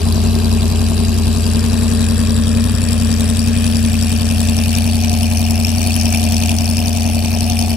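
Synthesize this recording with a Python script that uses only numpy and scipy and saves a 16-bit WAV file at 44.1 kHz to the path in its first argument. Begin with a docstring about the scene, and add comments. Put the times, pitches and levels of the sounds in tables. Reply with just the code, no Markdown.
"""Idling V8 speedboat turning away

A supercharged V8 with open exhaust pipes idles a speedboat past on a calm lake and turns away.
Eight unequal firings a cycle excite the exhaust resonances (a loping boom), the headers (a throaty
bark) and turbulent gas jets (hissing chuffs). As the stern swings round, the pipes point at the
microphone and the chuffs grow stronger and change colour. A faint breeze rumbles underneath.
"""
import sys
import numpy as np
from scipy import signal
from scipy.fft import rfft, irfft, next_fast_len
from scipy.io import wavfile
from scipy.ndimage import uniform_filter1d

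SR = 44100
rng = np.random.default_rng(int(sys.argv[2]) if len(sys.argv) > 2 else 0)


def store_wav(level_fs):
    """Save 16-bit WAV to argv[1]."""
    pcm = np.round(np.clip(np.atleast_2d(level_fs), -1, 1) * 32767)
    wavfile.write(sys.argv[1], SR, pcm.T.astype(np.int16))


N = 342216

# Aspect of the boat. Each row: time in seconds, view (0 side-on, 1 from the quarter, 2 from astern).
VIEW = [(0, 0.11), (1.2, 0.15), (2.4, 1), (3.4, 1.16), (4.2, 1.36), (5, 1.893), (7.76, 1.945)]
# Cylinders in firing order. Each row: place in the cycle in firings, then the relative levels
# of boom, bark and chuff in dB.
CYLINDERS = [(0.269, 0.5, 0, -2), (1.13, -1, -1, -0.3), (2.288, 4, -3, 0.5), (3.233, 0.6, -1.5, -2.5),
             (4.138, 0.5, 0.5, 1), (5.239, 5.5, -1, 1), (6.066, 0.1, 1.5, 3.5), (7.092, 2, 0.5, 0)]
# Firings whose chuff stands out, nearly all harder. Each row: time in seconds, extra level in dB.
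SPITS = [(2.05, -2), (2.64, 5.5), (2.785, 4), (3.208, 6), (4.025, 3.5), (6.124, 3), (6.323, 4.5),
         (6.458, 4), (6.769, 4.5), (7.499, 7.5), (7.59, 5.5)]
# Surges of the idle. Each row: time of the crest in seconds, extra firings per second.
SURGES = [(.298, 1.046), (.88, .764), (1.752, 2.008), (2.708, 4.865), (3.512, 2.101), (4.849, 1.356),
          (5.759, 1.986), (6.803, 1.511), (7.346, 1.028)]

# Low exhaust resonances. Each row: centre in Hz, width in Hz, relative gain in dB, signed weight.
PIPE_MODES = [(60.2, 26.83, -19.5, -0.961), (77.04, 30.13, -21.5, 0.98), (229.4, 8.04, -27, 1)]
# Colour of the header ring. Each row: frequency in Hz, relative gain in dB.
HEADER_COLOUR = [(30, -70), (80, -49), (120, 4.5), (160, 5), (200, -13), (265, 3.5), (300, -16), (400, -47)]
# Boom radiated in each view. Each row: frequency in Hz, relative gain in dB.
BOOM_SIDE = [(30, -16), (48, -2.5), (100, 0), (200, -1.5)]
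BOOM_QUARTER = [(30, -16), (50, -4), (86, -0.5), (120, 12), (200, 2.5)]
BOOM_ASTERN = [(30, -20), (52, -8), (86, 2.5), (120, 6), (200, 1.5)]

# Colour of the bark in each view. Each row: frequency in Hz, relative gain in dB.
BARK_SIDE = [(90, -25), (200, 13), (290, -17), (340, 6.5), (420, 4.5), (510, -24), (680, -0.5), (850, -9),
             (1150, -15), (1450, -30), (2200, -57), (4000, -51)]
BARK_QUARTER = [(90, -30), (200, 5), (290, -3.5), (360, -20), (425, 7.5), (490, -1), (590, -1),
                (750, -12.5), (870, -8.5), (1150, -5.5), (1450, -12.5), (2200, -42), (4000, -58)]
BARK_ASTERN = [(90, -30), (200, 1), (290, -2), (370, -5.5), (490, -18.5), (590, -3.5), (680, 1), (715, 9),
               (755, -0.5), (860, -6), (1100, -24), (1450, -34), (2200, -20), (4000, -54)]
# Bark over time, weakest in mid-turn. Each row: time in seconds, level in dB.
BARK_LEVEL = [(0, -26.5), (2.4, -30.5), (3.9, -34), (5, -31), (5.9, -29.5), (7.76, -29)]

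# Gas jet resonances in each view. Each row: centre in Hz, width at half amplitude in Hz,
# relative left gain in dB, relative right gain in dB.
JET_SIDE = [(1580, 100, -2, -44), (2670, 590, -0.5, -3.5), (3230, 790, -27, -2.5), (4040, 390, 5, 0.5),
            (4820, 530, 2.5, 3.5), (5700, 1700, -0.5, -10), (7470, 530, 3, -9), (8300, 360, 0.5, -9),
            (9640, 1400, -1.5, -4), (11550, 1300, -10, -6), (13400, 1600, -14, -11)]
JET_QUARTER = [(1720, 440, 1, -5), (2537, 450, -2.5, -0.5), (3245, 420, 2, -6), (3840, 610, -1, -1.5),
               (4710, 360, 6, -14), (5516, 600, 2, -4), (7600, 660, 4.5, -1), (7850, 1400, -1, -21),
               (9400, 1740, 1.5, -9), (11240, 850, -5.5, -11), (13700, 2700, -16, -21)]
JET_ASTERN = [(1600, 990, -27, -25), (2432, 230, -1.5, -1), (2660, 380, -2.5, 0), (3020, 170, 0.5, -28),
              (3500, 760, -10, -12.5), (4460, 510, -4, -3), (5374, 450, 3.5, -11), (6130, 520, -1, -6),
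              (8500, 2160, -9.5, -11.5), (9800, 1100, -5.5, -10), (11370, 1100, -13, -12.5),
              (13240, 3800, -16, -14)]
# Hollows in the hiss, one row for each view. # Each row: centre in Hz, distance in Hz at which the dB depth
# falls to 1/e, gain at the centre in dB.
HOLLOWS = [(5280, 200, -1.5), (2240, 125, -4), (3980, 200, -1)]

# Low sounds at two microphone ports. Each row: frequency in Hz, left minus right level in dB,
# radians by which the left lags.
PORT_DIFFERENCE = [(30, 1.1, .35), (85, 1.5, .5), (230, 3.7, .98), (400, 6, 1.2), (700, 6.5, 1.15),
                   (1300, 5.5, .4), (2400, 1, 0)]
# Light air on the microphone. Each row: frequency in Hz, relative gain in dB.
BREEZE_COLOUR = [(8, -15), (22, 2), (40, 8), (70, -18), (200, -44)]

# idle speed, its slow creep as the engine clears, and the part of a firing before the first cycle
IDLE_HZ, CREEP_HZ_PER_S, START_FIRINGS = 85.886, 0.153, 0.43
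# the blown engine hunts: each surge climbs quickly and sags back more slowly
SURGE_RISE_S, SURGE_FALL_S = 0.197, 0.306
# the boom spreads all round, so it only fades as the boat draws away
BOOM_DB, RECEDE_DB_PER_S = -11, 0.63
# the chuffs are beamed along the pipes: level side-on, gain for each step of the view
CHUFF_DB, BEAM_DB = -29.5, 2
# the pipes sweep across the microphone: moment, distance at which the extra dB falls to 1/e, extra level
AIM_S, AIM_WIDTH_S, AIM_DB = 6.1, 0.34, 2.5
TOP_HZ = 15900  # upper band limit of the output


def firing_rate():
    """Engine hunting: firings per second creep upwards, with triangular surges added."""
    t = np.arange(N) / SR
    surges = sum(np.interp(t - crest, [-SURGE_RISE_S, 0, SURGE_FALL_S], [0, extra, 0])
                 for crest, extra in SURGES)
    return IDLE_HZ + CREEP_HZ_PER_S * t + surges


def firings():
    """Crankshaft phase: the integral of the firing rate fixes the time and cylinder of each firing."""
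    fired = np.cumsum(firing_rate()) / SR - START_FIRINGS
    cycle, cylinder = np.divmod(np.arange(int(fired[-1])), len(CYLINDERS))
    places = len(CYLINDERS) * cycle + np.transpose(CYLINDERS)[0][cylinder]
    times = np.interp(places, fired, np.arange(N) / SR)
    return times, cylinder


def train(times, sizes_db, shapes, scatter_db, jitter):
    """Superposition: one shape per firing, with random size (dB) and time (s), summed to rms 1."""
    early, size = rng.standard_normal((len(times), 2)).T
    start = np.clip((times + jitter * early) * SR, 0, N).astype(int)
    where = start[:, None] + np.arange(shapes.shape[-1])
    pulses = amp(sizes_db + scatter_db * size)[:, None] * shapes
    return unit(np.bincount(where.ravel(), pulses.ravel(), N)[:N])


def blowdown(rise, decay):
    """Valve blowdown: an exhaust valve opens fast and the pressure drains away (times in s)."""
    t = np.arange(SR // 25) / SR
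    return (1 - np.exp(-(t / rise) ** 2)) * np.exp(-t / decay)


def header_voices(times, cylinder, sizes_db, decay, jitter):
    """Fixed impulse response: each cylinder's own header rings with the same waveform every cycle."""
    shape = blowdown(rise=0.00063, decay=decay)
    voices = shape * rng.standard_normal((len(CYLINDERS), len(shape)))
    return train(times, sizes_db, voices[cylinder], scatter_db=1.5, jitter=jitter)


def pipe(hz):
    """Modal sum: the exhaust responds as a few damped resonators in parallel."""
    return sum(weight * amp(db) * 1j * hz * width / (centre * centre - hz * hz + 1j * hz * width)
               for centre, width, db, weight in PIPE_MODES)


def boom(times, cylinder, view, lead=0.00143, header_db=-16):
    """Forced resonance: pressure pulses ring the exhaust, and their uneven spacing makes it lope."""
    sizes_db = np.transpose(CYLINDERS)[1][cylinder]
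    # the pulses come `lead` seconds ahead of the firing marks
    pulses = train(times - lead, sizes_db, np.ones(1), scatter_db=0.73, jitter=0.00009)
    exhaust = filtered(pulses, lambda hz: pipe(hz) * port_response(hz))
    radiated = 0
    for k, colour in enumerate((BOOM_SIDE, BOOM_QUARTER, BOOM_ASTERN)):
        weight = np.clip(1 - abs(view - k), 0, 1)
        radiated = radiated + weight * filtered(exhaust, lambda hz: amp(along(colour, hz)))
    ring = header_voices(times, cylinder, sizes_db, decay=0.016, jitter=0.0003)
    ring = filtered(ring, lambda hz: amp(along(HEADER_COLOUR, hz)) * port_response(hz))
    return unit(radiated) + amp(header_db) * unit(ring)


def bark(times, cylinder, view, lead=0.00347, turbulence_db=-1, wash_db=-4):
    """Source and filter: header voice, pulsed turbulence and a wash from the shore, coloured by view."""
    sizes_db = np.transpose(CYLINDERS)[2][cylinder]
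    voiced = header_voices(times - lead, cylinder, sizes_db, decay=0.01, jitter=0.00006)
    pulse = blowdown(rise=0.0014, decay=0.0085)
    beat = train(times - lead, sizes_db, pulse, scatter_db=1.4, jitter=0.0004)
    turbulence = beat * noise_pair(0.97)
    wash = noise_pair(0.9)
    gas = voiced + amp(turbulence_db) * turbulence + amp(wash_db) * wash
    views = [filtered(gas, lambda hz: amp(along(colour, hz)) * port_response(hz))
             for colour in (BARK_SIDE, BARK_QUARTER, BARK_ASTERN)]
    return turning(views, view)


def eddies(x, patchy_db):
    """Turbulent patchiness: random gain in patches of about 10 ms by 900 Hz colours each puff."""
    spectrum = signal.stft(x, nperseg=256)[2]
    field = rng.standard_normal(spectrum.shape[1:])
    field = uniform_filter1d(field, size=5, axis=0)  # across frequency
    field = uniform_filter1d(field, size=4, axis=1)  # across time
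    gain = amp(patchy_db * unit(np.tanh(unit(field))))
    return unit(signal.istft(spectrum * gain, nperseg=256)[1][:, :N])


def jet(resonances, hz, twist=1.92, ripple_hz=230):
    """Jet resonance and path difference: short waves reach the two ports out of step."""
    power = sum((amp([[left_db], [right_db]]) / (1 + (2 * (hz - centre) / width) ** 2)) ** 2
                for centre, width, left_db, right_db in resonances)
    # the phase between the ports swings with frequency, up to `twist` radians
    half = twist / 2 * np.minimum(hz / 4500, 1) * np.sin(hz / ripple_hz)
    return np.sqrt(power) * np.exp(1j * np.array([half, -half]))


def hollow(centre, width, depth_db, hz):
    """Destructive interference: the gain of a rounded notch."""
    return amp(depth_db * np.exp(-((hz - centre) / width) ** 2))


def chuffs(times, cylinder, view, lead=0.0024, steady_side=0.46, steady_astern=0.16):
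    """Modulated jet noise: a hissing burst per firing over the steady rush of blower and spray."""
    sizes_db = np.transpose(CYLINDERS)[3][cylinder]
    for s, extra_db in SPITS:
        sizes_db[np.argmin(abs(times - s))] += extra_db
    pulse = blowdown(rise=0.0019, decay=0.0024)
    beat = train(times - lead, sizes_db, pulse, scatter_db=1.5, jitter=0.00015)
    # share of power given to the rush
    steady = np.clip(steady_side + (steady_astern - steady_side) * view / 2, 0, 1)
    bursts = beat * eddies(noise_pair(0.58), patchy_db=5.0)
    rush = eddies(noise_pair(0.8), patchy_db=3.0)
    # the rush is duller than the bursts
    rush = filtered(rush, lambda hz: amp(along([(2000, 6.5), (5000, -0.5), (10000, -1.5)], hz)))
    bursts = filtered(bursts, lambda hz: amp(along([(1700, -4.0), (4000, 1)], hz)))
    gas = np.sqrt(1 - steady) * bursts + np.sqrt(steady) * rush
    views = [filtered(gas, lambda hz: jet(modes, hz) * hollow(*notch, hz))
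             for modes, notch in zip((JET_SIDE, JET_QUARTER, JET_ASTERN), HOLLOWS)]
    return turning(views, view)


def breeze(level_db=-54):
    """Wind noise: low-frequency random pressure makes a faint rumble under the engine."""
    return amp(level_db) * unit(filtered(noise_pair(0.9), lambda hz: amp(along(BREEZE_COLOUR, hz))))


def port_response(hz):
    """Interaural-style difference: level and phase of the low sounds at the left and right ports."""
    rows = np.array(PORT_DIFFERENCE)
    half_db = along(rows[:, [0, 1]], hz) / 2
    half_lag = along(rows[:, [0, 2]], hz) / 2
    return amp([half_db, -half_db]) * np.exp(1j * np.array([-half_lag, half_lag]))


def turning(sounds, view):
    """Directivity: the views, each scaled to rms 1, cross-fade with square-root weights."""
    return sum(np.sqrt(np.clip(1 - abs(view - k), 0, 1)) * unit(x) for k, x in enumerate(sounds))


def noise_pair(alike):
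    """Coherence: white noise in two channels with the given correlation."""
    a, b = rng.standard_normal((2, N))
    turn = np.arccos(np.clip(alike, -1, 1)) / 2
    return np.cos(turn) * a + np.sin(turn) * np.array([b, -b])


def filtered(x, response):
    """Linear filtering: the spectrum of x times a response of frequency."""
    m = next_fast_len(N + 16384, True)  # padded with silence
    return irfft(rfft(x, m) * response(np.fft.rfftfreq(m, 1 / SR)), m)[..., :N]


def along(points, hz):
    """Logarithmic pitch: (Hz, value) points interpolated on a log frequency axis."""
    f, v = np.transpose(points)
    return np.interp(np.log(hz + 1), np.log(f + 1), v)


def curves(rows):
    """Linear interpolation: one value per sample for each column after the time."""
    s, *cols = np.transpose(rows)
    return [np.interp(np.arange(N) / SR, s, c) for c in cols]


def amp(db):
    """Level: decibels to amplitude gain."""
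    return 10 ** (np.asarray(db) / 20)


def unit(x):
    """Mean power: scale to rms 1."""
    return x / np.sqrt(np.mean(x ** 2) + 1e-20)


def scene():
    """Common excitation: one crankshaft drives the engine layers; distance and aim set their levels."""
    t = np.arange(N) / SR
    times, cylinder = firings()
    view = np.clip(curves(VIEW)[0], 0, 2)
    boom_db = BOOM_DB - RECEDE_DB_PER_S * t
    bark_db = curves(BARK_LEVEL)[0]
    aim_db = AIM_DB * np.exp(-((t - AIM_S) / AIM_WIDTH_S) ** 2)
    chuff_db = CHUFF_DB + BEAM_DB * view + aim_db
    return (amp(boom_db) * boom(times, cylinder, view)
            + amp(bark_db) * bark(times, cylinder, view)
            + amp(chuff_db) * chuffs(times, cylinder, view)
            + breeze())


def record(dry, ceiling=0.7, hardness=6):
    """Saturation and band limiting: the microphone rounds off tall peaks; nothing above TOP_HZ is kept."""
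    rounded = dry / (1 + abs(dry / ceiling) ** hardness) ** (1 / hardness)
    return filtered(rounded, lambda hz: hz < TOP_HZ)


dry = scene()
out = record(dry)
store_wav(out)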